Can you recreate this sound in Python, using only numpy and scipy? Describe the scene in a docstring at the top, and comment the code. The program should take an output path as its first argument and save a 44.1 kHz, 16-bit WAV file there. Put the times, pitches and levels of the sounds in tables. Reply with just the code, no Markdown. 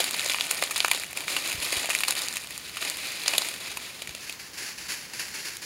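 """Dry leaves crunch and twigs snap under slow treads on a forest floor, until the walker stops.
Leaves: random fractures ringing in a bank of resonators, plus friction noise, in three bands.
Twigs: fibre bursts exciting knock, ring and splinters. Soft thuds: short, low sine pulses.
Near the stop, clothing swishes as grainy filtered noise. A quiet hush of shaped noise runs throughout;
trunk echoes and a short scattered tail follow the leaves and twigs."""
import sys
import numpy as np
from scipy import signal
from scipy.fft import rfft, irfft
from scipy.io import wavfile

SR = 44100
rng = np.random.default_rng(int(sys.argv[2]) if len(sys.argv) > 2 else 0)


def transcribe(u):
    """Save the signal u as a 16-bit wav file named by the first command-line argument.

    u: samples, shape (n,) or (channels, n), limited to [-1, 1]; the rate is SR.
    q: integer samples, one column per channel.
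    """
    v = np.clip(np.atleast_2d(u).T, -1, 1)
    q = np.round(v * 32767).astype(np.int16)
    wavfile.write(sys.argv[1], SR, q)


N = 249165  # samples


def from_db(db):
    """Amplitude ratio of a level in dB."""
    return 10 ** (np.asarray(db) / 20)


def rms_one(x):
    """Scale to unit rms."""
    return x / np.sqrt(np.mean(x ** 2) + 1e-20)


def drift(rate_hz):
    """Unit-rms random curve: straight lines between rate_hz random knots per second."""
    knots = rng.standard_normal(N // 20)
    return rms_one(np.interp(np.arange(N) / SR * rate_hz, np.arange(len(knots)), knots))


def cut(x, hz, kind, order=2):
    """Butterworth filter."""
    edges_hz = np.clip(hz, 10, .45 * SR)
    sos = signal.butter(order, edges_hz, kind, fs=SR, output="sos")
    return signal.sosfilt(sos, x + 1e-18)


def resonate(x, hz, width_hz):
    """Two-pole resonance; the width sets the damping."""
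    r = np.exp(-np.pi * width_hz / SR)
    return signal.lfilter([1 - r, 0, r - 1], [1, -2 * r * np.cos(2 * np.pi * hz / SR), r * r], x + 1e-18)


def colour(x, spectrum):
    """Causal minimum-phase filter with the given gain curve, built from its cepstrum."""
    hz, gain_db = np.transpose(spectrum)
    size = 16384
    bins_hz = np.fft.rfftfreq(size, 1 / SR) + 1
    log_gain = np.log(from_db(np.interp(np.log(bins_hz), np.log(hz), gain_db)))
    cepstrum = irfft(log_gain)[:size // 2]
    cepstrum[1:] *= 2  # fold onto positive time
    response = irfft(np.exp(rfft(cepstrum, size)))
    return signal.fftconvolve(x, response)[:len(x)]


def fractures(per_s, spread_db, largest):
    """Clicks at random moments: many small, a few large."""
    born = rng.random(N) < per_s / SR
    sizes = from_db(spread_db * np.minimum(rng.exponential(1, N), largest))
    return born * sizes * rng.choice([-1, 1], N)


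def strokes(rows, attack_s, release_s):
    """Summed power of movements (t/s, hold/s, level/dB) that each rise, hold and die away."""
    t = np.arange(N) / SR
    power = np.full(N, 1e-12)
    for s, hold_s, level_db in rows:
        rise = np.clip((t - s) / attack_s, 0, 1)
        fall = np.exp(-np.maximum(t - s - attack_s - hold_s, 0) / release_s)
        power += (from_db(level_db) * rise * fall) ** 2
    return power


# hush gain curve: [f/Hz, gain/dB]
HUSH = [(25, -24), (42, -15.5), (65, -2), (100, -5), (170, -1), (270, -5.5), (400, -5.5), (650, -10.5),
        (950, -9), (2500, -10.5), (6500, -10), (9000, -22.5), (15500, -17.5)]
HUSH_RMS_DB = -47.5


def wood_hush():
    """Steady background of the wood: noise shaped by HUSH."""
    air = colour(rng.standard_normal(N), HUSH)
    return from_db(HUSH_RMS_DB) * rms_one(cut(air, 41, "high", order=4))


# trunks that throw sound back: [delay/s, level before low-pass/dB]
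TRUNKS = [(.0085, -43), (0.0134, -23), (0.029, -27)]


def forest(x):
    """A few near trunks echo; the undergrowth scatters a faint, short tail."""
    at = np.arange(N)
    echoes = sum(from_db(level_db) * np.interp(at - int(s * SR), at, x, left=0) for s, level_db in TRUNKS)
    t = np.arange(SR // 2) / SR
    scatter = rng.standard_normal(len(t)) * from_db(-60 * t / 0.072)  # -60 dB in 72 ms
    tail = signal.fftconvolve(x, scatter / np.sqrt(np.sum(scatter ** 2)))[:N]
    return x + cut(echoes + from_db(-13.5) * tail, 14000, "low")


# cloth gain curve: [f/Hz, gain/dB]
CLOTH = [(100, -32), (350, -6), (680, -12.5), (950, -6), (1200, -9.5), (1650, 1.5), (2700, 1), (3400, -7),
         (4000, -3.5), (4500, 2), (6000, -3.5), (7200, -2.5), (8200, -11.5), (10300, -4), (13500, -16.5)]
# sleeve sliding over jacket: [t/s, hold/s, relative level/dB]
SWISHES = [(4.2, 0.054, -44.5), (4.27, 0.01, -44), (4.39, 0.012, -42.5), (4.53, 0.014, -45),
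           (4.57, 0.097, -38.5), (4.775, 0.066, -42), (4.88, 0.032, -34.5), (5.02, 0.087, -48.5),
           (5.13, 0.015, -38.5), (5.19, 0.018, -35), (5.335, 0.14, -39), (5.445, 0.0088, -39.5),
           (5.615, .03, -39.5)]
SWISH_ATTACK_S, SWISH_RELEASE_S = 0.007, 0.085


def clothing():
    """Threads catching on each other merge into a smooth, slightly grainy swish."""
    level_db = 10 * np.log10(strokes(SWISHES, SWISH_ATTACK_S, SWISH_RELEASE_S))
    threads = rms_one(fractures(9000, spread_db=4.0, largest=5.5)) + rng.standard_normal(N)
    flutter_db = 1.1 * drift(70)
    return from_db(level_db + 2.5 + flutter_db) * rms_one(colour(threads, CLOTH))


# shoe meeting soil: [t/s, envelope peak before high-pass/dB, f/Hz]
THUDS = [(1.545, -35, 96), (1.579, -37, 71), (1.767, -36, 72.6), (4.087, -40, 132), (4.097, -41, 70)]


def footfalls():
    """Soft soil answers a shoe with a cycle or two of low thud."""
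    out = np.zeros(N)
    for s, level_db, hz in THUDS:
        t = np.maximum(np.arange(N) / SR - s, 0)
        swell = t / 0.004  # envelope peaks after 4 ms
        out -= from_db(level_db) * swell * np.exp(1 - swell) * np.sin(2 * np.pi * hz * t)
    return cut(out, 45, "high")


# a heel or sole presses on the leaves:
# [t/s, hold/s, relative crackle level/dB, muffled crunch re crackle/dB, crisp edges re crackle/dB,
#  friction re fractures/dB]; band trims follow in leaves()
TREADS = [(-0.03, 0.071, -32, -9.5, -2.5, 2.5), (0.135, 0.29, -35.5, -9, -1.5, -2),
          (0.478, 0.16, -37, -6.5, -0.5, -0.5), (0.726, 0.12, -36.5, -13, -2, -2),
          (0.903, 0.02, -35.5, -10, -1.5, 1.5), (1.146, 0.012, -36.5, -4.5, -1, 4),
          (1.268, 0.065, -31.5, -8.5, -2, 8.5), (1.432, 0.037, -31.5, -9, -2, 4.5),
          (1.598, 0.026, -32, -8, 0.5, 2), (1.706, 0.12, -33.5, -8, -2, 0.5),
          (1.883, 0.076, -35, -8.5, 0.5, 1.5), (2.058, 0.016, -33.5, -8.5, -3, 2),
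          (2.141, 0.015, -32, -9.5, -2.5, 0), (2.317, 0.062, -42, -13, 1, -7),
          (2.484, 0.024, -38.5, -15, -3, 10), (2.63, 0.32, -41.5, -16, -3.5, 3),
          (2.798, 0.046, -32.5, -9.5, -3, 8.5), (2.97, 0.25, -35.5, -13.5, -4.5, 10.5),
          (3.04, 0.018, -38.5, -9.5, -6, 3), (3.262, 0.091, -34, -7, -2, 0),
          (3.429, 0.026, -35.5, -12, -1.5, 8), (3.589, 0.11, -37, -11, -5, 10),
          (3.804, 0.058, -39, -11.5, -4.5, 13), (3.962, 0.23, -45, -12, -5, 4)]
TREAD_ATTACK_S, TREAD_RELEASE_S = 0.022, 0.14  # weight comes on quickly; crushed leaves settle slowly


def treading():
    """Tread envelopes: crunch, crackle and crisp levels in dB, and friction/fracture amplitude ratio."""
    s, hold_s, level_db, *shares_db = np.transpose(TREADS)
    levels_db = []
    for share_db in [0] + shares_db:
        rows = zip(s, hold_s, level_db + share_db)
        levels_db.append(10 * np.log10(strokes(rows, TREAD_ATTACK_S, TREAD_RELEASE_S)))
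    crackle_db, crunch_db, crisp_db, friction_db = levels_db
    return crunch_db, crackle_db, crisp_db, from_db(friction_db - crackle_db)


STALKS_PER_S, STALK_DB, STALK_SPREAD_DB = 24, 4.5, 2.5  # STALK_DB re crackle, before friction cut
STALK_TEAR_S, STALK_HZ, STALK_KNOCK_HZ = 0.00065, 3000, 950  # centres of the random values
STALK_KNOCK_DB, STALK_SPLINTER_DB = -9.5, -2.5  # re ring; the splinter level also varies


def stalks(crackle_db, slide):
    """Small random breaks under the shoe; a sliding shoe breaks them more gently than a crushing one."""
    force_db = crackle_db - 20 * np.log10(np.hypot(1, slide))
    chance = rng.random((400, 2))
    spread = rng.standard_normal((400, 3))
    times = (np.arange(len(chance)) + chance[:, 0]) / STALKS_PER_S
    pitches = 2 ** np.clip(0.31 * spread[:, 0], -1, 1)  # thinner stalks sound higher
    offsets_db = STALK_SPREAD_DB * spread[:, 1:]
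    breaks = []
    for s, toughness, pitch, (ring_db, splinter_db) in zip(times, chance[:, 1], pitches, offsets_db):
        if s < N / SR:
            tear_s = STALK_TEAR_S * (.5 + toughness)
            level_db = force_db[int(s * SR)] + STALK_DB + ring_db
            breaks.append((s, tear_s, level_db, STALK_HZ * pitch, STALK_KNOCK_DB,
                           STALK_KNOCK_HZ * pitch, STALK_SPLINTER_DB + splinter_db))
    return breaks


def tear(tear_s, size):
    """A first break, then a dying run of fibres giving way, and the litter shaken around it."""
    t = np.arange(size) / SR
    fibres = rng.standard_normal(size) * (rng.random(size) < .6)
    tearing = np.exp(-t / max(1.67 * tear_s, 1e-4))
    shaken_litter = from_db(-27) * np.exp(-t / 0.0068)
    run = fibres * (tearing + shaken_litter)
    run = run / np.sqrt(np.sum(run ** 2))
    run[0] = np.clip(0.00037 / max(tear_s, 1e-4), 0, 3)  # a quick break spends itself in the first crack
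    return run


# splinter resonances: [f/Hz]
SPLINTER_HZ = (7400, 9400)
KNOCK_WIDTH_SHARE = 0.52  # width/f: soft ground damps a knock within a cycle or two
# individual twig breaks: [t/s, tearing time scale/s, ring rms over 5 ms/dB, ring f/Hz,
#  knock re ring/dB, knock f/Hz, splinters re ring/dB]
SNAPS = [(0.002, 0.0056, -20.5, 3400, -4.5, 586, -3.5), (0.0423, 0.0011, -32.5, 3380, -13, 680, -1),
         (0.142, 0.0027, -27, 4160, -6.5, 920, -8), (0.195, 0.00069, -23, 3000, -18, 1150, -9),
         (0.2608, 0.0016, -27.5, 4190, -6.5, 560, -1.5), (0.2969, 0.003, -20.5, 3320, -14.5, 650, -9),
         (0.3452, .0007, -23.5, 2860, -5, 1080, -20), (0.3853, 0.0009, -28.5, 2590, -6.5, 980, -17),
         (0.4093, 0.00025, -19.5, 3300, -20, 660, -15), (0.5116, 0.00036, -25, 2600, -6, 1250, 6),
         (0.6243, 0.0015, -21, 2200, -2.5, 730, -7), (0.6386, 0.00055, -28.5, 3640, -12, 470, 0),
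         (0.7093, 0.0052, -28, 2220, -3, 1110, 1.5), (0.7596, 0.0049, -22.5, 3800, -8, 1180, -7),
         (0.7785, 0.00093, -36, 2640, -1, 970, 10), (0.804, .0004, -16.5, 2930, -17, 820, -16),
         (0.847, 0.00065, -20.5, 2400, 2.5, 1060, -9), (0.882, 0.00075, -27.5, 2330, -2.5, 1070, -1),
         (0.9135, 0.0019, -16, 2280, -9.5, 880, -4), (0.9477, 0.0012, -28.5, 3900, -5, 554, -4),
         (0.998, .001, -35, 3950, -9, 460, 1), (1.0354, 0.00082, -30.5, 2280, -16, 920, -5),
         (1.1298, .0012, -36.5, 2360, -7, 600, 0), (1.1728, .0013, -27, 2500, -18, 1010, -3),
         (1.2807, .0005, -25.5, 2560, -5.5, 1250, -12), (1.3652, 0.0025, -21, 3120, -7, 1210, -8.5),
         (1.518, 0.0007, -30, 2770, -18, 704, -4), (1.727, 0.0014, -26, 2570, -5.5, 447, -5),
         (1.8443, 0.0015, -35, 2290, 2.5, 655, -5), (1.89, .0007, -39, 2820, 9.5, 680, -8),
         (1.901, 0.0057, -21, 2530, -7.5, 1190, -7), (1.9505, 0.00018, -19.5, 2290, -24, 1250, -6),
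         (2.006, 0.00094, -28, 2660, -7, 1080, 0), (2.035, 0.0016, -19, 2550, -12.5, 1010, -12),
         (2.0823, 0.0015, -23, 4060, -4, 1260, -0.5), (2.1075, 0.0012, -25.5, 4220, -5.5, 800, 3),
         (2.2847, 0.00033, -28.5, 4330, -20, 1250, -3), (2.3688, .0009, -27.5, 2520, -11.5, 1230, -2.5),
         (2.5778, 0.00046, -41, 4300, -3, 1090, 8.5), (2.7697, 0.0057, -28.5, 2880, -4.5, 1240, -7),
         (2.826, 0.00054, -32, 2200, -4, 1250, -19), (2.8993, .0003, -30.5, 3800, -24, 590, 3),
         (3.26, 0.0026, -27, 3700, -8, 696, -12), (3.2798, 0.0012, -17.5, 4570, -14, 870, -7),
         (3.3351, 0.0028, -24, 2670, -7.5, 550, -9), (3.347, .003, -36, 2500, 1.5, 600, -6),
         (3.3805, 0.0014, -16.5, 3400, -13, 580, -2), (3.4192, 0.0022, -26, 4300, -6.5, 960, -9),
         (3.4866, 0.0012, -31.5, 3310, -9, 1250, 1), (3.7713, 0.0019, -30.5, 2550, -4, 840, -1.5),
         (4.0196, .0028, -31.5, 3270, -10, 610, -4), (4.0736, 0.0018, -34, 2550, -19, 1250, -4.5),
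         (4.0925, 0.001, -37, 3450, -9, 800, -5), (4.1493, .0017, -34, 3000, -9.5, 520, -3),
         (4.296, 0.0017, -31.5, 2900, -14, 600, -5), (4.3252, .0011, -38.5, 4260, -17.5, 450, -1),
         (5.5688, .0008, -38, 4850, -22, 1240, 2)]


def twigs(breaks):
    """Each break knocks on the ground, rings in the twig and sprays splinters."""
    size = 2048
    window = np.sqrt(.005 * SR / size)  # refers rms to 5 ms
    out = np.zeros(N + size)
    for s, tear_s, ring_db, ring_hz, knock_db, knock_hz, splinter_db in breaks:
        run = tear(tear_s, size)
        crack = colour(run, LEAF)

        recoil = signal.unit_impulse(size) + 1.03 * run  # the whole twig springs back at once
        knock = resonate(recoil, knock_hz, knock_hz * KNOCK_WIDTH_SHARE)
        knock = rms_one(cut(knock, [330, 1800], "band"))

        ring = rms_one(resonate(crack, ring_hz, ring_hz * 0.25))
        ring = ring + from_db(-9.5) * rms_one(cut(crack, [1400, 5000], "band"))
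        ring = rms_one(cut(ring, [1300, 6000], "band"))

        splinter = rms_one(sum(resonate(crack, hz, 880) for hz in SPLINTER_HZ))
        splinter = splinter + from_db(10.0) * rms_one(cut(crack, 5000, "high"))
        splinter = rms_one(cut(splinter, 7700, "high"))

        at = max(int(s * SR), 0)
        snap = ring + from_db(knock_db) * knock + from_db(splinter_db) * splinter
        out[at:at + size] += window * from_db(ring_db) * snap
    return out[:N]


# leaf gain curve, also shapes twig cracks: [f/Hz, gain/dB]
LEAF = [(150, -0.5), (300, -3.5), (550, -4.5), (1600, -7.5), (2400, -1), (3200, -6), (4500, -4.5),
        (5800, -10.5), (6950, -0.5), (8000, -7), (9600, -2), (12000, -9.5), (15500, -15)]


def leaves(crunch_db, crackle_db, crisp_db, slide):
    """Tiny fractures ring for a few cycles in leaves of all sizes, over the friction of leaf on leaf."""
    pressure = from_db(.5 * (crackle_db + 37.5))  # more weight breaks more leaves each second
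    clicks = fractures(1900 * pressure, spread_db=2.0, largest=6.0)
    count = 18
    dealt = rng.integers(0, count, N)  # each click goes to one leaf size
    rings = 0
    for k, hz in enumerate(np.geomspace(600, 13000, count)):
        rings = rings + np.sqrt(hz) * rms_one(resonate(clicks * (dealt == k), hz, hz * .2))
    breaking = rms_one(rings) + from_db(-10) * rms_one(clicks)
    friction = slide * rng.standard_normal(N)
    grains = (breaking + friction) / np.hypot(1, slide)
    litter = colour(grains * from_db(1.56 * drift(150)), LEAF)  # leaves give way in clumps
    buried = rms_one(cut(litter, [260, 1400], "band", order=3))
    surface = rms_one(cut(litter, [1400, 5500], "band", order=3))
    edges = rms_one(cut(litter, 5350, "high", order=3))
    crunch = buried * from_db(crunch_db - 2.5)
    crackle = surface * from_db(crackle_db - 1.74)
    crisp = edges * from_db(crisp_db - 2.35)
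    return crunch - crackle + crisp


def scene():
    """Steps and clothing over the hush of the wood; only leaves and twigs echo."""
    hush = wood_hush()
    crunch_db, crackle_db, crisp_db, slide = treading()
    steps = leaves(crunch_db, crackle_db, crisp_db, slide)
    steps = steps + twigs(SNAPS + stalks(crackle_db, slide))
    return (forest(steps) + footfalls() + clothing() + hush)[None]


def record(dry):
    """Tanh rounds the highest peaks; a steep elliptic low-pass cuts the top."""
    cutoff_hz = 15750
    rounded = 1.2 * np.tanh(dry / 1.2)
    return signal.sosfilt(signal.ellip(12, .1, 80, cutoff_hz, fs=SR, output="sos"), rounded)


dry = scene()
out = record(dry)
transcribe(out)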